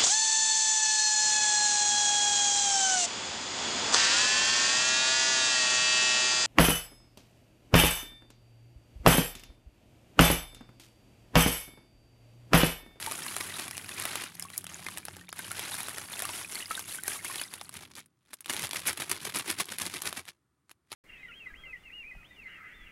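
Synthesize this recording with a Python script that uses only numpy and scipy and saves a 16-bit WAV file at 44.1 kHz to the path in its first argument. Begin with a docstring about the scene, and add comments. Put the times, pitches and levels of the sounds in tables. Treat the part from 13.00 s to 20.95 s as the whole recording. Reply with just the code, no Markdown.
"""A close patter and fizz: coarse salt runs in gushes from a plastic bag into a bucket of water.
Each grain is a tiny impact, clumps slap the surface, and trapped air resonates as bubbles.
From about 4.7 s the nearly empty bag is shaken, some eight times a second, and its film crackles
as it buckles. Beneath lie the low churning of the water, a faint passing hum and outdoor air."""
import sys
import numpy as np
from scipy import signal
from scipy.fft import rfft, irfft, next_fast_len
from scipy.io import wavfile
from scipy.ndimage import uniform_filter1d, map_coordinates

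SR = 44100
rng = np.random.default_rng(int(sys.argv[2]) if len(sys.argv) > 2 else 0)


def waveform_to_disk(signal):
    """Save audio, clipped to [-1, 1], as 16-bit WAV at the path in sys.argv[1]."""
    frames = np.transpose(np.atleast_2d(signal))
    scaled = np.clip(frames, -1, 1) * 32767
    samples = np.round(scaled).astype(np.int16)
    wavfile.write(sys.argv[1], SR, samples)


N = 350595

# the biggest clumps that hit the water: start_s, size_db, slap_offset_db, tick_offset_db
SALT_CLUMPS = [(0.263, -20.5, -14, -14.5), (0.364, -12.5, -17.5, -15), (0.408, -17, -14, -18),
               (0.595, -19, -14.5, -14), (0.767, -18, -24, -17), (0.89, -21.5, -13.5, -17.5),
               (0.997, -17, -18, -13), (1.021, -11, -20.5, -19), (1.052, -15.5, -13.5, -11.5),
               (1.219, -20, -15.5, -16), (1.351, -30.5, -17.5, -9.5), (1.395, -21, -30, -11.5),
               (1.423, -21.5, -19.5, -12), (1.5, -28.5, -10.5, -15.5), (1.577, -14.5, -40.5, -8),
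               (1.863, -19.5, -13, -30.5), (1.884, -24, -9.5, -18.5), (1.972, -21, -15, -13),
               (1.981, -23, -13.5, -13), (2.051, -17, -21.5, -16), (2.082, -26, -7.5, -16.5),
               (2.165, -28, -12, -14), (2.289, -28.5, -13, -13), (2.326, -17, -16.5, -19),
               (2.39, -19.5, -14.5, -15), (2.83, -18.5, -22, -14), (2.981, -19.5, -10, -16.5),
               (3.191, -20.5, -13.5, -9), (3.22, -14.5, -15, -12), (3.29, -19, -14, -21.5),
               (4.034, -19.5, -23.5, -9.5), (4.078, -12.5, -22, -9.5), (4.413, -13, -17, -17),
               (4.611, -22.5, -11, -20)]
# spectrum of the finest ticks, with the microphone's resonance near 10 kHz: frequency_hz, gain_db
TICK_SPECTRUM = [(2500, -35), (5500, -12), (8300, -6.5), (10250, -0.5), (11400, -4), (13000, -14),
                 (16000, -20.5)]


def salt(splash_db, fizz_db, lag_s=.0017):
    """Impact noise: grains and clumps strike the water, merging into a wash as the stream thickens."""
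    # spectrum of the water's splash: frequency_hz, gain_db
    splash_spectrum = [(100, -24), (250, -4.5), (370, -2), (480, -7.5), (850, -2.5), (1300, -0.5),
                       (2300, -1.5), (4000, -4.5), (7000, -11), (11000, -15.5), (16000, -33.5)]
    grain_rate = 5400 * amp(.95 * (splash_db + 44))
    spray_rate = 4300 * amp(.44 * (fizz_db + 45))
    grains = patter(grain_rate, spread_db=6, cluster_db=2.5, cluster_rate=150, wash=.24)
    spray = patter(spray_rate, spread_db=8.5, cluster_db=6, cluster_rate=150, wash=.43)
    slap = pitched(grains * amp(splash_db - 1.2), q=2.6, click_share=.18)
    tick = pitched((.76 * grains + .59 * spray) * amp(fizz_db + 1.27), q=2.6, click_share=.27)
    for start_s, size_db, slap_offset_db, tick_offset_db in SALT_CLUMPS:
        add(slap, start_s + lag_s, amp(size_db + slap_offset_db + 20) * impact(t60=.0087))
        add(tick, start_s + lag_s, amp(size_db + tick_offset_db + 20.5) * impact(t60=.008))
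    # smaller lumps: more and bigger in a thicker stream
    crumbs = random_events(8 * amp(.5 * (splash_db + 44)))
    for i, sizes in zip(crumbs, rng.standard_normal((len(crumbs), 2))):
        mean_db = -14 + .41 * (splash_db[i] + 50)
        for track, size in zip((slap, tick), sizes):
            add(track, i / SR, amp(mean_db + 2 * size) * impact(t60=.008))
    return colour(slap, splash_spectrum) + colour(tick, TICK_SPECTRUM)


def salt_flow(rise_s=.051, fall_s=.089, empty_s=4.68):
    """Incoherent sources add in power: overlapping gushes give the splash and fizz envelopes in dB."""
    # gushes from the tipped bag: start_s, length_s, splash_db, fizz_offset_db
    gushes = [(0.0, 0.46, -43.5, -1), (0.492, 0.17, -44, -4), (0.577, 0.027, -41.5, -3),
              (0.737, 0.25, -50.5, -2), (0.897, 0.036, -48, -1.5), (.985, 0.25, -40, -7),
              (1.397, 0.051, -55.5, 0.5), (1.533, 0.052, -52, 1), (1.696, .29, -49.5, -5),
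              (2.06, .15, -55, -5.5), (2.371, .16, -48, -2.5), (2.566, .12, -41, -6),
              (2.715, 0.086, -42.5, -1.5), (2.837, 0.18, -46, -2.5), (3.03, 0.077, -53.5, 1),
              (3.122, .19, -45, -2), (3.334, .08, -43, 0), (3.509, 0.095, -45.5, 2),
              (3.705, 0.098, -46.5, 2), (3.883, 0.073, -47.5, 5), (4.078, 0.072, -42, 1.5),
              (4.246, 0.17, -44.5, .5), (4.529, 0.019, -49, -2.5), (4.62, .03, -57, -0.5)]
    splash, fizz = np.zeros(N), np.zeros(N)
    for start_s, length_s, splash_db, fizz_offset_db in gushes:
        gush = swell(start_s, length_s, rise_s, fall_s)
        stragglers = amp(-10.5) * swell(start_s, length_s, rise_s, fall_s=.33)
        power = (amp(splash_db) * np.maximum(gush, stragglers)) ** 2
        splash += power
        fizz += power * amp(fizz_offset_db) ** 2
    running = swell(0, empty_s, rise_s, fall_s) ** 2
    return 10 * np.log10(np.array([splash, fizz]) * running + 1e-14)


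def bag(lag_s=.0017):
    """Buckling: each shake snaps creases in the film, while the whole sheet fans the air."""
    # single snaps that stand out, from loud cracks to faint ticks in the pauses:
    # start_s, size_db, crack_offset_db, tick_offset_db
    snaps = [(4.739, -26.5, -18, -13.5), (4.952, -34, -9.5, -11), (5.058, -44.5, -23, -11.5),
             (5.331, -25, -15.5, -15), (5.338, -23, -19, -14.5), (5.405, -28, -20, -10.5),
             (5.458, -29.5, -7, -10.5), (5.498, -16, -13.5, -15.5), (5.534, -12, -11.5, -23),
             (5.564, -15.5, -15.5, -18.5), (5.709, -19.5, -13, -17), (5.731, -21, -11.5, -12),
             (5.87, -11, -23, -13), (5.875, -11, -21.5, -12.5), (5.893, -16.5, -16.5, -18),
             (5.973, -22, -13, -16), (6.094, -15, -17, -17), (6.113, -10, -23, -12.5),
             (6.359, -15, -20, -15.5), (6.385, -16, -23, -12.5), (6.783, -11.5, -18, -18),
             (7.018, -13.5, -18.5, -15), (7.126, -17.5, -16, -18.5), (7.252, -39.5, -11, -12),
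             (7.282, -30.5, -10.5, -17), (7.712, -32, -14.5, -17.5), (7.917, -23.5, -12.5, -16.5)]
    # spectrum of the crackling film: frequency_hz, gain_db
    film_spectrum = [(100, -19.5), (260, -4.5), (370, 2.5), (480, -6), (750, -4), (1000, -1), (1600, -1),
                     (2300, 1), (2950, -2), (3500, -1), (5000, -5), (8000, -10), (16000, -32)]
    # spectrum of the flapping sheet: frequency_hz, gain_db
    flap_spectrum = [(25, -37), (45, -32.5), (70, -12.5), (90, 3), (112, -3.5), (165, 2), (250, -2.5),
                     (370, -8.5), (500, -16.5), (1200, -43)]
    flex = bag_flex()
    firmness = flex / amp(-36)
    # gentle flexing trips only a few dull creases, a hard shake many bright ones
    force = firmness + .0088
    crackle = flex * patter(3200 * force ** .6, spread_db=5.5, cluster_db=4, cluster_rate=190, wash=.28)
    crack = pitched(amp(-1.14) * crackle, q=2.4, click_share=.46)
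    tick = amp(-3.5) * force ** .12 * scatter(crackle)
    for start_s, size_db, crack_offset_db, tick_offset_db in snaps:
        add(crack, start_s + lag_s, amp(size_db + crack_offset_db + 20) * impact(t60=.0038))
        add(tick, start_s + lag_s, amp(size_db + tick_offset_db + 21) * impact(t60=.015))
    for i in random_events(20 * np.sqrt(firmness)):  # random snaps, more in a firm shake
        for track in (crack, tick):
            add(track, i / SR, amp(rng.normal(-12.5, 3.1)) * force[i] ** .62 * impact(t60=.005))
    flap = colour(flex * force ** -.1 * rng.standard_normal(N), flap_spectrum)
    return colour(crack, film_spectrum) + colour(tick, TICK_SPECTRUM) + amp(-12.5) * flap


def bag_flex(rise_share=.52, rustle_stretch=2.1):
    """Power summation: the shakes and the slack film's longer rustle form one amplitude envelope."""
    # shakes of the nearly empty bag: peak_s, level_db, length_s (between the -20 dB points)
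    shakes = [(4.764, -42.5, 0.11), (4.828, -46, 0.12), (4.914, -55, 0.084), (4.983, -42, .075),
              (5.319, -57.5, 0.16), (5.42, -66, 0.066), (5.505, -34.5, 0.067), (5.545, -38, 0.13),
              (5.596, -35.5, .1), (5.645, -32.5, .085), (5.766, -33.5, .13), (5.886, -30, 0.12),
              (6.014, -33.5, 0.13), (6.118, -32.5, .085), (6.16, -43, 0.14), (6.262, -33.5, 0.14),
              (6.364, -28.5, .065), (6.401, -34.5, 0.072), (6.499, -31.5, 0.12), (6.605, -27.5, .06),
              (6.718, -37.5, 0.13), (6.819, -32, 0.069), (6.864, -35, 0.11), (6.955, -37, 0.15),
              (7.07, -31.5, 0.1), (7.18, -36, 0.083), (7.288, -46, 0.067), (7.711, -59, .04),
              (7.928, -42.5, 0.043)]
    power = np.zeros(N)
    for peak_s, level_db, length_s in shakes:
        rise_s, fall_s = rise_share * length_s, (1 - rise_share) * length_s
        shake = swell(peak_s, 0, rise_s, fall_s)
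        rustle = amp(-15) * swell(peak_s, 0, rustle_stretch * rise_s, rustle_stretch * fall_s)
        power += (amp(level_db) * np.maximum(shake, rustle)) ** 2
    return np.sqrt(power)


def bubbles(splash_db, plink_cycles=72, plink_share=.025):
    """Minnaert resonance: trapped air is a spring loaded by water; big bubbles ring lower and longer."""
    # the bubbles that ring out most clearly: start_s, pitch_hz, level_db
    plinks = [(.073, 891, -28), (.408, 1164, -32.5), (1.397, 2112, -38.5), (1.424, 5150, -27.5),
              (1.451, 1100, -37.5), (1.537, 1940, -39.5), (1.744, 6800, -27.5), (1.866, 2080, -28.5),
              (2.213, 1830, -41), (2.393, 1544, -33), (2.51, 1370, -32), (3.138, 3523, -29),
              (3.225, 765, -39.5), (3.251, 1173, -32), (3.296, 970, -35.5), (3.447, 2470, -30),
              (3.555, 4368, -27), (3.625, 2895, -29), (3.658, 4850, -29.5), (3.709, 1300, -23),
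              (3.752, 3700, -25), (3.777, 1540, -30), (3.986, 1524, -32.5), (4.08, 1549, -34),
              (4.158, 1120, -38.5), (4.192, 2138, -35.5), (4.252, 2140, -32), (4.299, 1080, -33),
              (4.396, 2954, -27), (4.438, 4950, -28.5)]
    # air dragged under by the salt: time_s, bubbles_per_s
    aeration = [(0, 187.5), (1.5, 244), (1.7, 106), (2.3, 100), (2.5, 233), (3.1, 222), (3.5, 518),
                (4.4, 429), (4.7, 48)]
    water = np.zeros(N)
    for start_s, pitch_hz, level_db in plinks:
        add(water, start_s, amp(level_db - .3) * bubble(pitch_hz, plink_cycles, glide=.016))
    births = random_events(np.interp(clock(), *np.transpose(aeration), right=0))
    for i, (smallness, strength, life, luck) in zip(births, rng.random((len(births), 4))):
        pitch_hz = 1800 * 4.8 ** smallness
        if luck < plink_share:  # now and then a small bubble stands out over the splash
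            level_db = splash_db[i] + 9.5 + 5 * strength
            cycles = plink_cycles
        else:
            level_db = np.clip(splash_db[i], -53, -45) - 4.5 + 19.5 * strength ** 3
            cycles = 18 + 45 * life
        add(water, i / SR, amp(level_db) * bubble(pitch_hz, cycles, glide=.05))
    return water


def plops(centre_hz=1220, spread_octaves=.38, lag_s=.003):
    """Cavity resonance: each clump punches a hollow in the water that rings briefly as it closes."""
    water = np.zeros(N)
    for start_s, size_db, slap_offset_db, _ in SALT_CLUMPS:
        pitch_hz = centre_hz * 2 ** rng.normal(0, spread_octaves)
        ring = bubble(pitch_hz, cycles=16, glide=.05)
        add(water, start_s + lag_s, amp(size_db + slap_offset_db - 2) * ring)
    return water


def bubble(pitch_hz, cycles, glide):
    """A damped oscillator, 60 dB down after the given cycles; its pitch rises as it nears the surface."""
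    t60 = cycles / pitch_hz
    t = np.arange(int(t60 * SR) + 2) / SR
    return np.sin(2 * np.pi * pitch_hz * t * (1 + glide * t / t60)) * amp(-60 * t / t60)


def bucket(direct, wall_gain, wet_db, t60, frame=1024):
    """Reflection: a wall echo and a diffuse tail, varied at random as the salt and the bag move about."""
    reflected = np.zeros(N)
    t = np.arange(frame * 2) / SR
    fade = signal.get_window("hann", frame)
    padded = np.pad(direct, (0, frame))
    for i in range(0, N, frame // 2):
        tail = rng.standard_normal(len(t)) * amp(-60 * t / t60) * (t > .002)
        response = amp(wet_db) * tail / np.linalg.norm(tail)
        wall_delay_s = rng.uniform(.001, .0035)
        response[int(wall_delay_s * SR)] += wall_gain
        add(reflected, i / SR, signal.fftconvolve(padded[i:i + frame] * fade, response))
    return amp(-.8) * (direct + reflected)


def churn():
    """Forced vibration: stirred water heaves and booms against the bucket, settling after the pour."""
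    # strength of the churning: time_s, level_db
    heave = [(0.0, -55.5), (1.2, -53.5), (1.33, -60), (2.2, -55.5), (2.28, -68.5), (2.45, -55),
             (3.6, -58.5), (4.95, -62), (5.2, -85.5)]
    # spectrum of the water and bucket booming: frequency_hz, gain_db
    churn_spectrum = [(25, -40.5), (45, -25.5), (62, -12), (75, -9.5), (91, 5), (110, -2), (178, -1.5),
                      (240, -6), (360, -9), (500, -22.5), (1200, -47.5)]
    level_db = np.interp(clock(), *np.transpose(heave), right=-120)
    return amp(level_db) * colour(rng.standard_normal(N), churn_spectrum)


def hum(pitch_hz=178, waver=.05):
    """Random modulation: a faint low tone wavers in pitch and level while the stream is thin."""
    # rise and fall of the hum: time_s, level_db
    contour = [(1.1, -69), (1.35, -59.5), (2.1, -58), (2.6, -61), (2.9, -74.5)]
    phase = 2 * np.pi * np.cumsum(pitch_hz * (1 + waver * wobble(15))) / SR
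    level_db = np.interp(clock(), *np.transpose(contour), left=-120, right=-120)
    return amp(level_db + 3 * wobble(12)) * np.sin(phase)


def outdoor_air():
    """Stationary noise: a faint, steady background, strongest in the bass."""
    # spectrum of the open air: frequency_hz, gain_db
    air_spectrum = [(25, -27.5), (50, -19.5), (62, -0.5), (90, -5), (130, -1), (220, -7.5), (370, -8),
                    (480, -19), (950, -19.5), (1150, -14.5), (2500, -26.5), (6500, -31), (9500, -27.5),
                    (12000, -35.5), (16000, -44.5)]
    return amp(-78) * colour(rng.standard_normal(N), air_spectrum)


def patter(rate, spread_db, cluster_db, cluster_rate, wash):
    """Shot noise: tiny uneven impacts, swelling in clusters over a wash of finer ones; rms near 1."""
    hits = rng.random(N) < rate / SR
    sizes = rng.choice([-1, 1], N) * amp(spread_db * np.minimum(rng.standard_normal(N), 2))
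    grains = unit_rms(hits * sizes) + wash * rng.standard_normal(N)
    grains *= amp(cluster_db * wobble(cluster_rate))
    power = uniform_filter1d(uniform_filter1d(grains ** 2, size=900), size=900)
    return grains / np.sqrt(np.abs(power) + 1e-9)


def pitched(pulses, q, click_share, bands=12):
    """Damped resonance: each pulse rings briefly at a random pitch; part of its power stays a click."""
    band = rng.integers(bands, size=N)
    rings = np.zeros(N)
    for k, pitch_hz in enumerate(np.geomspace(260, 14000, bands)):
        rings += signal.lfilter(*signal.iirpeak(pitch_hz, q, fs=SR), pulses * (band == k))
    rings = unit_rms(rings) * np.std(pulses)
    return np.sqrt(1 - click_share) * rings + np.sqrt(click_share) * scatter(pulses)


def impact(t60):
    """A broadband transient of energy 1: a sharp pulse whose scratchy tail decays exponentially."""
    t = np.arange(SR // 50) / SR
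    burst = rng.standard_normal(len(t)) * amp(-60 * t / t60)
    burst[0] = 2
    return burst / np.linalg.norm(burst)


def scatter(pulses):
    """Decorrelation: the same pulses with random polarities."""
    return pulses * rng.choice([-1, 1], len(pulses))


def colour(sound, spectrum, size=8192):
    """Minimum-phase filtering to a (frequency_hz, gain_db) shape; white noise keeps its power."""
    frequency_hz, gain_db = np.transpose(spectrum)
    grid_hz = np.fft.rfftfreq(size, 1 / SR)
    gain = amp(np.interp(np.log(grid_hz + 1), np.log(frequency_hz), gain_db))
    cepstrum = irfft(np.log(gain))
    cepstrum[1:size // 2] *= 2  # folding onto positive time makes the filter causal
    cepstrum[size // 2 + 1:] = 0
    response = irfft(np.exp(rfft(cepstrum)))
    return signal.fftconvolve(sound, response / np.linalg.norm(response))[:N]


def swell(start_s, hold_s, rise_s, fall_s):
    """Exponential growth up to start_s, a hold, then decay; rise_s and fall_s each span 20 dB."""
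    t = clock()
    decades_down = np.maximum((start_s - t) / rise_s, (t - start_s - hold_s) / fall_s)
    return amp(-20 * np.clip(decades_down, 0, 10))


def random_events(rate):
    """A Poisson process: sample numbers of events at the given mean rate per second."""
    return np.flatnonzero(rng.random(N) < rate / SR)


def wobble(rate):
    """Slow noise: a smooth curve through rate random knots a second."""
    return map_coordinates(rng.standard_normal(int(N * rate / SR) + 4), [clock() * rate])


def add(track, start_s, sound):
    """Superposition: mix a sound into a track from start_s on."""
    part = track[max(round(start_s * SR), 0):][:len(sound)]
    part += sound[:len(part)]


def amp(db):
    return 10 ** (np.asarray(db) / 20)


def unit_rms(x):
    return x / np.sqrt(np.mean(x ** 2) + 1e-20)


def clock():
    return np.arange(N) / SR


def scene():
    """Superposition: salt and bag echo in the bucket and add to the water, the hum and the air."""
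    splash_db, fizz_db = salt_flow()
    air = outdoor_air()
    inside = bucket(salt(splash_db, fizz_db) + bag(), wall_gain=.36, wet_db=-12, t60=.045)
    return (inside + churn() + hum() + bubbles(splash_db) + plops() + air)[None]


def record(dry):
    """Band limiting: an ideal low-pass filter removes the highest treble."""
    cutoff_hz = 15800
    size = next_fast_len(N + SR // 2)
    passband = np.fft.rfftfreq(size, 1 / SR) < cutoff_hz
    return irfft(rfft(dry, size) * passband, size)[:, :N]


dry = scene()
out = record(dry)
waveform_to_disk(out)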